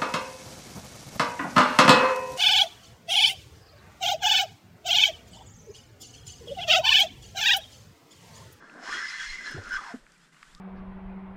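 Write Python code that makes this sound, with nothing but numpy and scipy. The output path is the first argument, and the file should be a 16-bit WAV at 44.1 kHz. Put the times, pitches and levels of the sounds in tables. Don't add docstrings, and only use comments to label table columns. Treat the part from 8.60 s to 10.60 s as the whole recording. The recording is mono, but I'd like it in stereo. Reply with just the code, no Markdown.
import sys
import numpy as np
from scipy import signal
from scipy.fft import rfft, irfft, next_fast_len
from scipy.io import wavfile
from scipy.ndimage import uniform_filter1d, map_coordinates

SR = 44100
rng = np.random.default_rng(int(sys.argv[2]) if len(sys.argv) > 2 else 0)


def unload_audio(sound):
    columns = np.transpose(np.atleast_2d(sound))
    steps = np.round(np.clip(columns, -1, 1) * 32767)
    wavfile.write(sys.argv[1], SR, steps.astype(np.int16))


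def natural_amplitude(level_db):
    exponent = np.asarray(level_db, float) / 20
    return 10 ** exponent


N = 88200

# time in seconds, level in dB.
RIVER_LEVEL = [(0, -71), (.14, -60.5), (1.36, -55.5), (1.42, -62), (1.46, -62.5), (1.65, -61), (1.69, -64),
               (1.718, -67), (1.728, -59.5), (1.93, -58.5), (1.96, -61), (2, -63)]
# frequency in Hz, level in dB.
RIVER_SPECTRUM = [(600, -14.5), (1500, 1), (2300, -8), (4000, -11), (5400, -12.5), (6500, -14), (7600, -12),
                  (15400, -36.5)]
# frequency in Hz, level in dB.
HULL_SPECTRUM = [(100, -53), (135, -13), (170, -9), (230, -19), (400, -28.5), (900, -38)]
HULL_DB, HULL_SWELL_DB = -65.5, 2
# time in seconds, level in dB.
SLEEVE_LEVEL = [(0.0, -62.5), (0.24, -54.5), (0.39, -54.5), (0.49, -70.5), (0.63, -76), (0.82, -61),
                (1.0, -51.5), (1.23, -62), (1.38, -66), (1.59, -78.5), (2.0, -71.5)]
# frequency in Hz, level in dB.
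CLOTH_SPECTRUM = [(120, -25), (200, 1), (350, 0.5), (600, -4.5), (1000, -12), (1500, -52)]
# time in seconds, level in dB.
WIND_LEVEL = [(0.0, -77), (0.27, -72), (0.31, -57.5), (0.56, -71), (0.7, -44), (0.87, -69), (0.9, -50),
              (1.01, -61), (1.13, -44.5), (1.33, -75), (1.37, -56.5), (1.77, -81), (1.97, -49), (2.0, -61)]
# frequency in Hz, level in dB.
WIND_SPECTRUM = [(10, -2), (28, -1.5), (45, -13.5), (62, -22), (90, -40), (130, -28)]

# time in seconds, tooth rate in Hz, pull in dB,
# extra load on the frame in dB, left-right balance set by the hand in dB.
SPOOL_MOTION = [(0, 399.5, -66, 10, 3), (.16, 511.7, -67, 13.5, 1), (.22, 700.2, -56, 1.5, -2),
                (.28, 948.6, -44.5, 1.5, -3), (.33, 1508, -39.5, -5, -4), (.4, 1701, -41.5, -1, -4),
                (.455, 2050, -44.5, -4, -4), (.56, 1926, -44.5, -4.5, -2), (.615, 1620, -44, -5.5, -1.5),
                (.66, 1953, -44, -7.5, -2), (.82, 1975, -49, -6, -1.5), (.88, 1730, -44.5, -2, -1),
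                (1.01, 1396, -55, -2.5, -0.5), (1.1, 1441, -51, 0.5, .5), (1.165, 1534, -45.5, 4, 0),
                (1.19, 1197, -52, 2.5, -1), (1.32, 738.4, -53.5, 5.5, 0), (1.375, 620.7, -83.5, 22.5, 1)]
SURGE, SLIP, SLIP_RATE_HZ = .03, .12, 220
JITTER_TEETH, SCATTER_DB, SCRAPE_DB = 0.088, 3.5, -8.5
TURN_HZ, TURN_DEPTH = 106, .35
# frequency in Hz, width in Hz, level in dB.
FRAME_RINGS = [(1216, 350, -16), (1420, 120, -4.5), (1581, 247, 1.5), (1730, 150, -3.5), (1969, 48, -2),
               (2054, 110, -6.5)]
# frequency in Hz, level in dB.
FRAME_BODY = [(300, -47), (600, -27), (1000, -5), (1550, -4), (2000, -19), (2400, -14.5), (3200, -46)]
FRAME_DB, FRAME_FLUTTER_DB, FRAME_PAN = 18, -1, .4
# frequency in Hz, level in dB.
WHIRR_SPECTRUM = [(450, -51), (650, 5.5), (900, 0.5), (1300, -0.5), (2000, -35), (3000, -48)]
WHIRR_SMEAR_HZ = 300
# frequency in Hz, width in Hz, level in dB.
SPOOL_RINGS = [(2910, 260, -3), (3320, 260, -1), (4180, 170, 3.5), (5280, 480, -1), (6220, 300, -7),
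               (6880, 420, -4), (8580, 600, -19), (10000, 700, -19)]
# frequency in Hz, level in dB.
SPOOL_BODY = [(1800, 14), (2400, 3), (3700, 1.5), (5500, 3.5), (7500, -3.5), (9200, -12), (12000, -17.5),
              (15000, -42)]
SPOOL_DB, WANDER_DB, DRIFT = 4.5, 3.5, .022
# frequency in Hz, side level in dB.
SIDE_SPECTRUM = [(2000, -6), (3500, -6), (6000, -28), (13000, -19), (16000, -3)]
PORT_LAG_S = 3.4e-5

# start in seconds, level in dB, centre frequency in Hz.
TICKS = [(.097, -41.5, 1800), (.398, -62, 10500), (.814, -61, 11980), (.912, -49.5, 9060),
         (1.038, -40, 4740), (1.055, -44, 2598), (1.055, -47, 6640), (1.092, -42.5, 6800),
         (.918, -46, 7000), (1.075, -52, 7000), (1.118, -53, 8500), (1.135, -48, 8500), (1.185, -50, 8954),
         (1.309, -59, 7915), (1.466, -43.5, 1640), (1.52, -51.5, 5900), (1.58, -54, 6300),
         (1.745, -47, 1730), (1.766, -48, 1590), (1.828, -37.5, 1660), (1.8285, -44, 4630),
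         (1.949, -38, 4550), (1.9492, -51, 7400), (1.9495, -54, 1490), (1.98, -51, 4500),
         (1.997, -57, 3020)]
TICK_T60_S, TICK_BAND_RATIO = 0.011, 1.45
# start in seconds, frequency in Hz, level in dB, T60 in seconds.
KNOCKS = [(0.19, 252, -48.5, 0.054), (.34, 367, -47.5, 0.067), (.941, 141, -25.5, 0.057),
          (.942, 330, -36.5, 0.046), (.963, 387, -32, 0.032), (.972, 97, -24.5, 0.079),
          (.978, 720, -39.5, 0.027), (.985, 520, -33, 0.018), (1.1, 690, -45, 0.0094),
          (1.338, 247.7, -24.5, .045), (1.339, 432, -29, 0.02), (1.36, 225, -37.5, 0.041)]
KNOCK_RISE_CYCLES = 1.72
# start in seconds, length in seconds, frequency in Hz,
# level in dB.
LOCKS = [(.322, 0.054, 1444, -37), (.322, 0.021, 1776, -35), (.365, 0.03, 1923, -37),
         (.405, 0.034, 1367, -43), (.43, 0.047, 2032, -39.5), (.435, 0.036, 1727, -40.5),
         (.475, 0.038, 2020, -45), (.505, 0.028, 1980, -47.5), (.53, 0.04, 2050, -40.5),
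         (.535, 0.05, 1780, -47), (.575, 0.037, 2020, -43.5), (.76, 0.034, 2150, -49),
         (.805, .035, 2000, -45), (.585, 0.059, 1558, -43), (.59, 0.034, 1707, -41.5),
         (.635, .035, 2080, -42.5), (.66, 0.024, 1682, -43.5), (.68, 0.044, 2118, -44.5),
         (.728, 0.036, 2050, -39), (.783, 0.019, 2030, -37), (.803, 0.026, 1627, -44),
         (.84, 0.022, 2020, -43), (.858, 0.042, 1710, -38.5), (.915, 0.047, 1606, -47),
         (1.175, 0.023, 1216, -41.5), (1.21, .03, 800, -54), (1.25, .03, 944, -50.5),
         (1.29, 0.045, 704.5, -52), (.425, .035, 5300, -57), (.48, 0.024, 5000, -44.5),
         (.49, 0.094, 4110, -53), (.6, 0.036, 3280, -46.5), (.33, 0.073, 3300, -48), (.69, .025, 4140, -44),
         (.725, .03, 6800, -57), (.855, .025, 4130, -46), (.9, 0.042, 5200, -53), (1.12, .04, 2990, -51.5),
         (1.138, 0.018, 6120, -51), (1.115, 0.051, 5250, -50.5)]
LOCK_WAVER, LOCK_EDGE, LOCK_ROUGH_DB = .008, .4, 2.5
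BEAT_S, BEAT_LENGTH_S = 1.1025, .072
BEAT_HZ = (1450, 1556)
BEAT_DB = (-36, -33)
# start in seconds, length in seconds, first frequency in Hz,
# last frequency in Hz, level in dB.
DRIPS = [
    (1.51, .06, 4600, 4900, -75),
    (1.555, .016, 2350, 2400, -65),
    (1.6, .07, 3050, 3700, -73),
    (1.6, .06, 4800, 5350, -75),
    (1.722, .014, 2000, 2050, -63),
    (1.748, .038, 2850, 2870, -68),
    (1.845, .09, 2750, 3750, -72),
    (1.89, .05, 7300, 7600, -75),
    (1.958, .04, 1120, 1300, -60),
]
ROOM_DB, ROOM_T60_S = -16, .05


def unit(x):
    return x / np.sqrt(np.mean(x ** 2) + 1e-20)


def along(points, hz):
    f, db = np.transpose(points)
    return natural_amplitude(np.interp(np.log(hz + 1), np.log(f + 1), db, -120, -120))


def curves(rows):
    s, *columns = np.transpose(rows)
    return [np.interp(np.arange(N) / SR, s, column) for column in columns]


def wobble(rate):
    return map_coordinates(rng.standard_normal(N // 40), [np.arange(N) * rate / SR])


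def filtered(x, response):
    m = next_fast_len(N + SR // 2)
    return irfft(rfft(x, m) * response(np.fft.rfftfreq(m, 1 / SR)), m)[..., :N]


def rings(table, body):
    def response(f):
        total = along(body, f)
        for centre, width, db in table:
            resonator = 1j * f * width / (centre ** 2 - f ** 2 + 1j * f * width)
            total = total + natural_amplitude(db) * resonator ** 2
        return total
    return response


def place(rows, shape):
    out, t = np.zeros(N + SR), np.arange(SR // 5) / SR
    for s, *row in rows:
        out[round(s * SR):][:len(t)] += shape(t, *row)
    return out[:N]


def rush(spectrum, side_db):
    mid, side = filtered(rng.standard_normal((2, N)), lambda hz: along(spectrum, hz))
    side = natural_amplitude(side_db) * side
    return unit(np.array([mid + side, mid - side]))


def river():
    level_db, = curves(RIVER_LEVEL)
    return natural_amplitude(level_db + 0.62 * wobble(25.3)) * rush(RIVER_SPECTRUM, side_db=-5.0)


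def hull():
    return natural_amplitude(HULL_DB + HULL_SWELL_DB * wobble(11.13)) * rush(HULL_SPECTRUM, side_db=-2.5)


def sleeve():
    level_db, = curves(SLEEVE_LEVEL)
    return natural_amplitude(level_db + 2 + 2.4 * wobble(45)) * rush(CLOTH_SPECTRUM, side_db=-10)


def wind():
    level_db, = curves(WIND_LEVEL)
    return natural_amplitude(level_db) * rush(WIND_SPECTRUM, side_db=-6.5) * natural_amplitude([[-1.6], [1.6]])


def tooth_clicks(teeth):
    count = np.arange(1, int(teeth[-1]))
    jitter, scatter = rng.standard_normal((2, len(count)))
    at = np.interp(count + JITTER_TEETH * jitter, teeth, np.arange(N - 0.))
    low, part, size = at.astype(int), at % 1, natural_amplitude(SCATTER_DB * scatter)
    clicks = np.bincount(low, size * (1 - part), N + 1) + np.bincount(low + 1, size * part, N + 1)
    return unit(clicks[:N])


def frame_ring(force, load_db):
    t = np.arange(N) / SR
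    turn = 1 + TURN_DEPTH * np.sin(2 * np.pi * TURN_HZ * t + 1.64 * wobble(7.4))
    load = natural_amplitude(load_db + FRAME_FLUTTER_DB * wobble(38.2))
    return natural_amplitude(FRAME_DB) * filtered(force * turn * load, rings(FRAME_RINGS, FRAME_BODY))


def whirr(teeth, level):
    tone = np.sin(2 * np.pi * teeth) * level * wobble(WHIRR_SMEAR_HZ)
    return filtered(tone, lambda f: along(WHIRR_SPECTRUM, f))


def drifting(x, hz, width, db):
    share = np.pi / 4 * (1 + np.tanh(wobble(9)))
    x = x * natural_amplitude(WANDER_DB * wobble(14.12))

    def ring(centre):
        return rings([(centre, width, db)], [(1, -99), (2, -99)])
    lower = filtered(x * np.cos(share), ring(hz * (1 - DRIFT / 2)))
    upper = filtered(x * np.sin(share), ring(hz * (1 + DRIFT / 2)))
    return lower + upper


def spool_ring(shaken):
    body = filtered(shaken * natural_amplitude(1.44 * wobble(20.88)), rings([], SPOOL_BODY))
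    ringing = sum(drifting(shaken, *ring) for ring in SPOOL_RINGS)
    return natural_amplitude(SPOOL_DB) * (body + ringing)


def spool_side(scrape):
    tone = rings(SPOOL_RINGS, SPOOL_BODY)
    return natural_amplitude(SPOOL_DB + 2.5) * filtered(scrape, lambda f: tone(f) * along(SIDE_SPECTRUM, f))


def port_lag(f):
    return np.exp(1j * np.pi * f * PORT_LAG_S * np.array([[-1], [1]]))


def drag():
    rate_hz, pull_db, load_db, pan_db = curves(SPOOL_MOTION)
    teeth = np.cumsum(rate_hz * (1 + SURGE * wobble(25) + SLIP * wobble(SLIP_RATE_HZ))) / SR
    t, end = np.arange(N) / SR, SPOOL_MOTION[-1][0]
    running = t < end
    drive = tooth_clicks(teeth) * np.clip((end - t) / 0.017, 0, 1) * natural_amplitude(pull_db)
    scrape = natural_amplitude(SCRAPE_DB + pull_db) * running * rng.standard_normal((3, N))

    frame = frame_ring(drive + scrape[0], load_db)
    frame += whirr(teeth, natural_amplitude(pull_db + load_db) * running)
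    frame += locked_spring()
    rattle = 0.2 * drive * rng.standard_normal(N)
    spool = spool_ring(rattle + 0.2 * drive + 2.3 * scrape[1])

    side_db = np.array([pan_db / 2, -pan_db / 2])
    direct = frame * natural_amplitude(FRAME_PAN * side_db) + spool * natural_amplitude(side_db)
    return filtered(direct, port_lag) + spool_side(scrape[2]) * [[1], [-1]]


def tick(t, db, hz):
    edge = np.clip(np.array([hz / TICK_BAND_RATIO, hz * TICK_BAND_RATIO]) / (SR / 2), .01, .9)
    burst = natural_amplitude(-60 * t / TICK_T60_S) * rng.standard_normal(len(t))
    burst = signal.sosfilt(signal.butter(3, edge, "band", output="sos"), burst)
    return natural_amplitude(db) * burst / abs(burst).max()


def knock(t, hz, db, t60):
    rise = (1 - np.exp(-t * hz / KNOCK_RISE_CYCLES)) ** 2
    return 3 * 1.28 * natural_amplitude(db - 60 * t / t60) * rise * np.sin(2 * np.pi * hz * t)


def lock(t, length, hz, db, rough=1):
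    noise = rng.standard_normal((2, len(t)))
    waver, flutter = (rough * unit(uniform_filter1d(v, size=120)) for v in noise)
    shape = abs(np.sin(np.pi * np.clip(t / length, 0, 1))) ** LOCK_EDGE * (t < length)
    phase = 2 * np.pi * hz * np.cumsum(1 + LOCK_WAVER * waver) / SR
    return 1.61 * natural_amplitude(db + LOCK_ROUGH_DB * flutter) * shape * np.sin(phase)


def locked_spring():
    beat = [(BEAT_S, BEAT_LENGTH_S, hz, db, .1) for hz, db in zip(BEAT_HZ, BEAT_DB)]
    return place(LOCKS, lock) + place(beat, lock)


def drip(t, length, from_hz, to_hz, db):
    u = np.clip(t / length, 0, 1)
    waver = 1 + .012 * uniform_filter1d(rng.standard_normal(len(t)), size=150) * np.sqrt(150)
    phase = 2 * np.pi * np.cumsum((from_hz + (to_hz - from_hz) * u) * waver) / SR
    return natural_amplitude(db) * np.sqrt(2 * abs(np.sin(np.pi * u))) * np.sin(phase)


def boat(x):
    t = np.arange(SR // 8) / SR
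    tail = rng.standard_normal((2, len(t))) * natural_amplitude(-60 * t / ROOM_T60_S)
    return signal.fftconvolve(x[None], tail / np.linalg.norm(tail[0]), axes=1)[:, :N]


def scene():
    background = river() + hull() + sleeve() + wind()
    reel = drag()
    small = place(TICKS, tick) + place(DRIPS, drip)
    reflections = natural_amplitude(ROOM_DB) * boat(reel.mean(0) + small)
    return background + reel + small + place(KNOCKS, knock) + reflections


def low_pass(x):
    return signal.sosfilt(signal.butter(12, 15600, fs=SR, output="sos"), x)


def record(dry):
    return low_pass(dry)


dry = scene()
out = record(dry)
unload_audio(out)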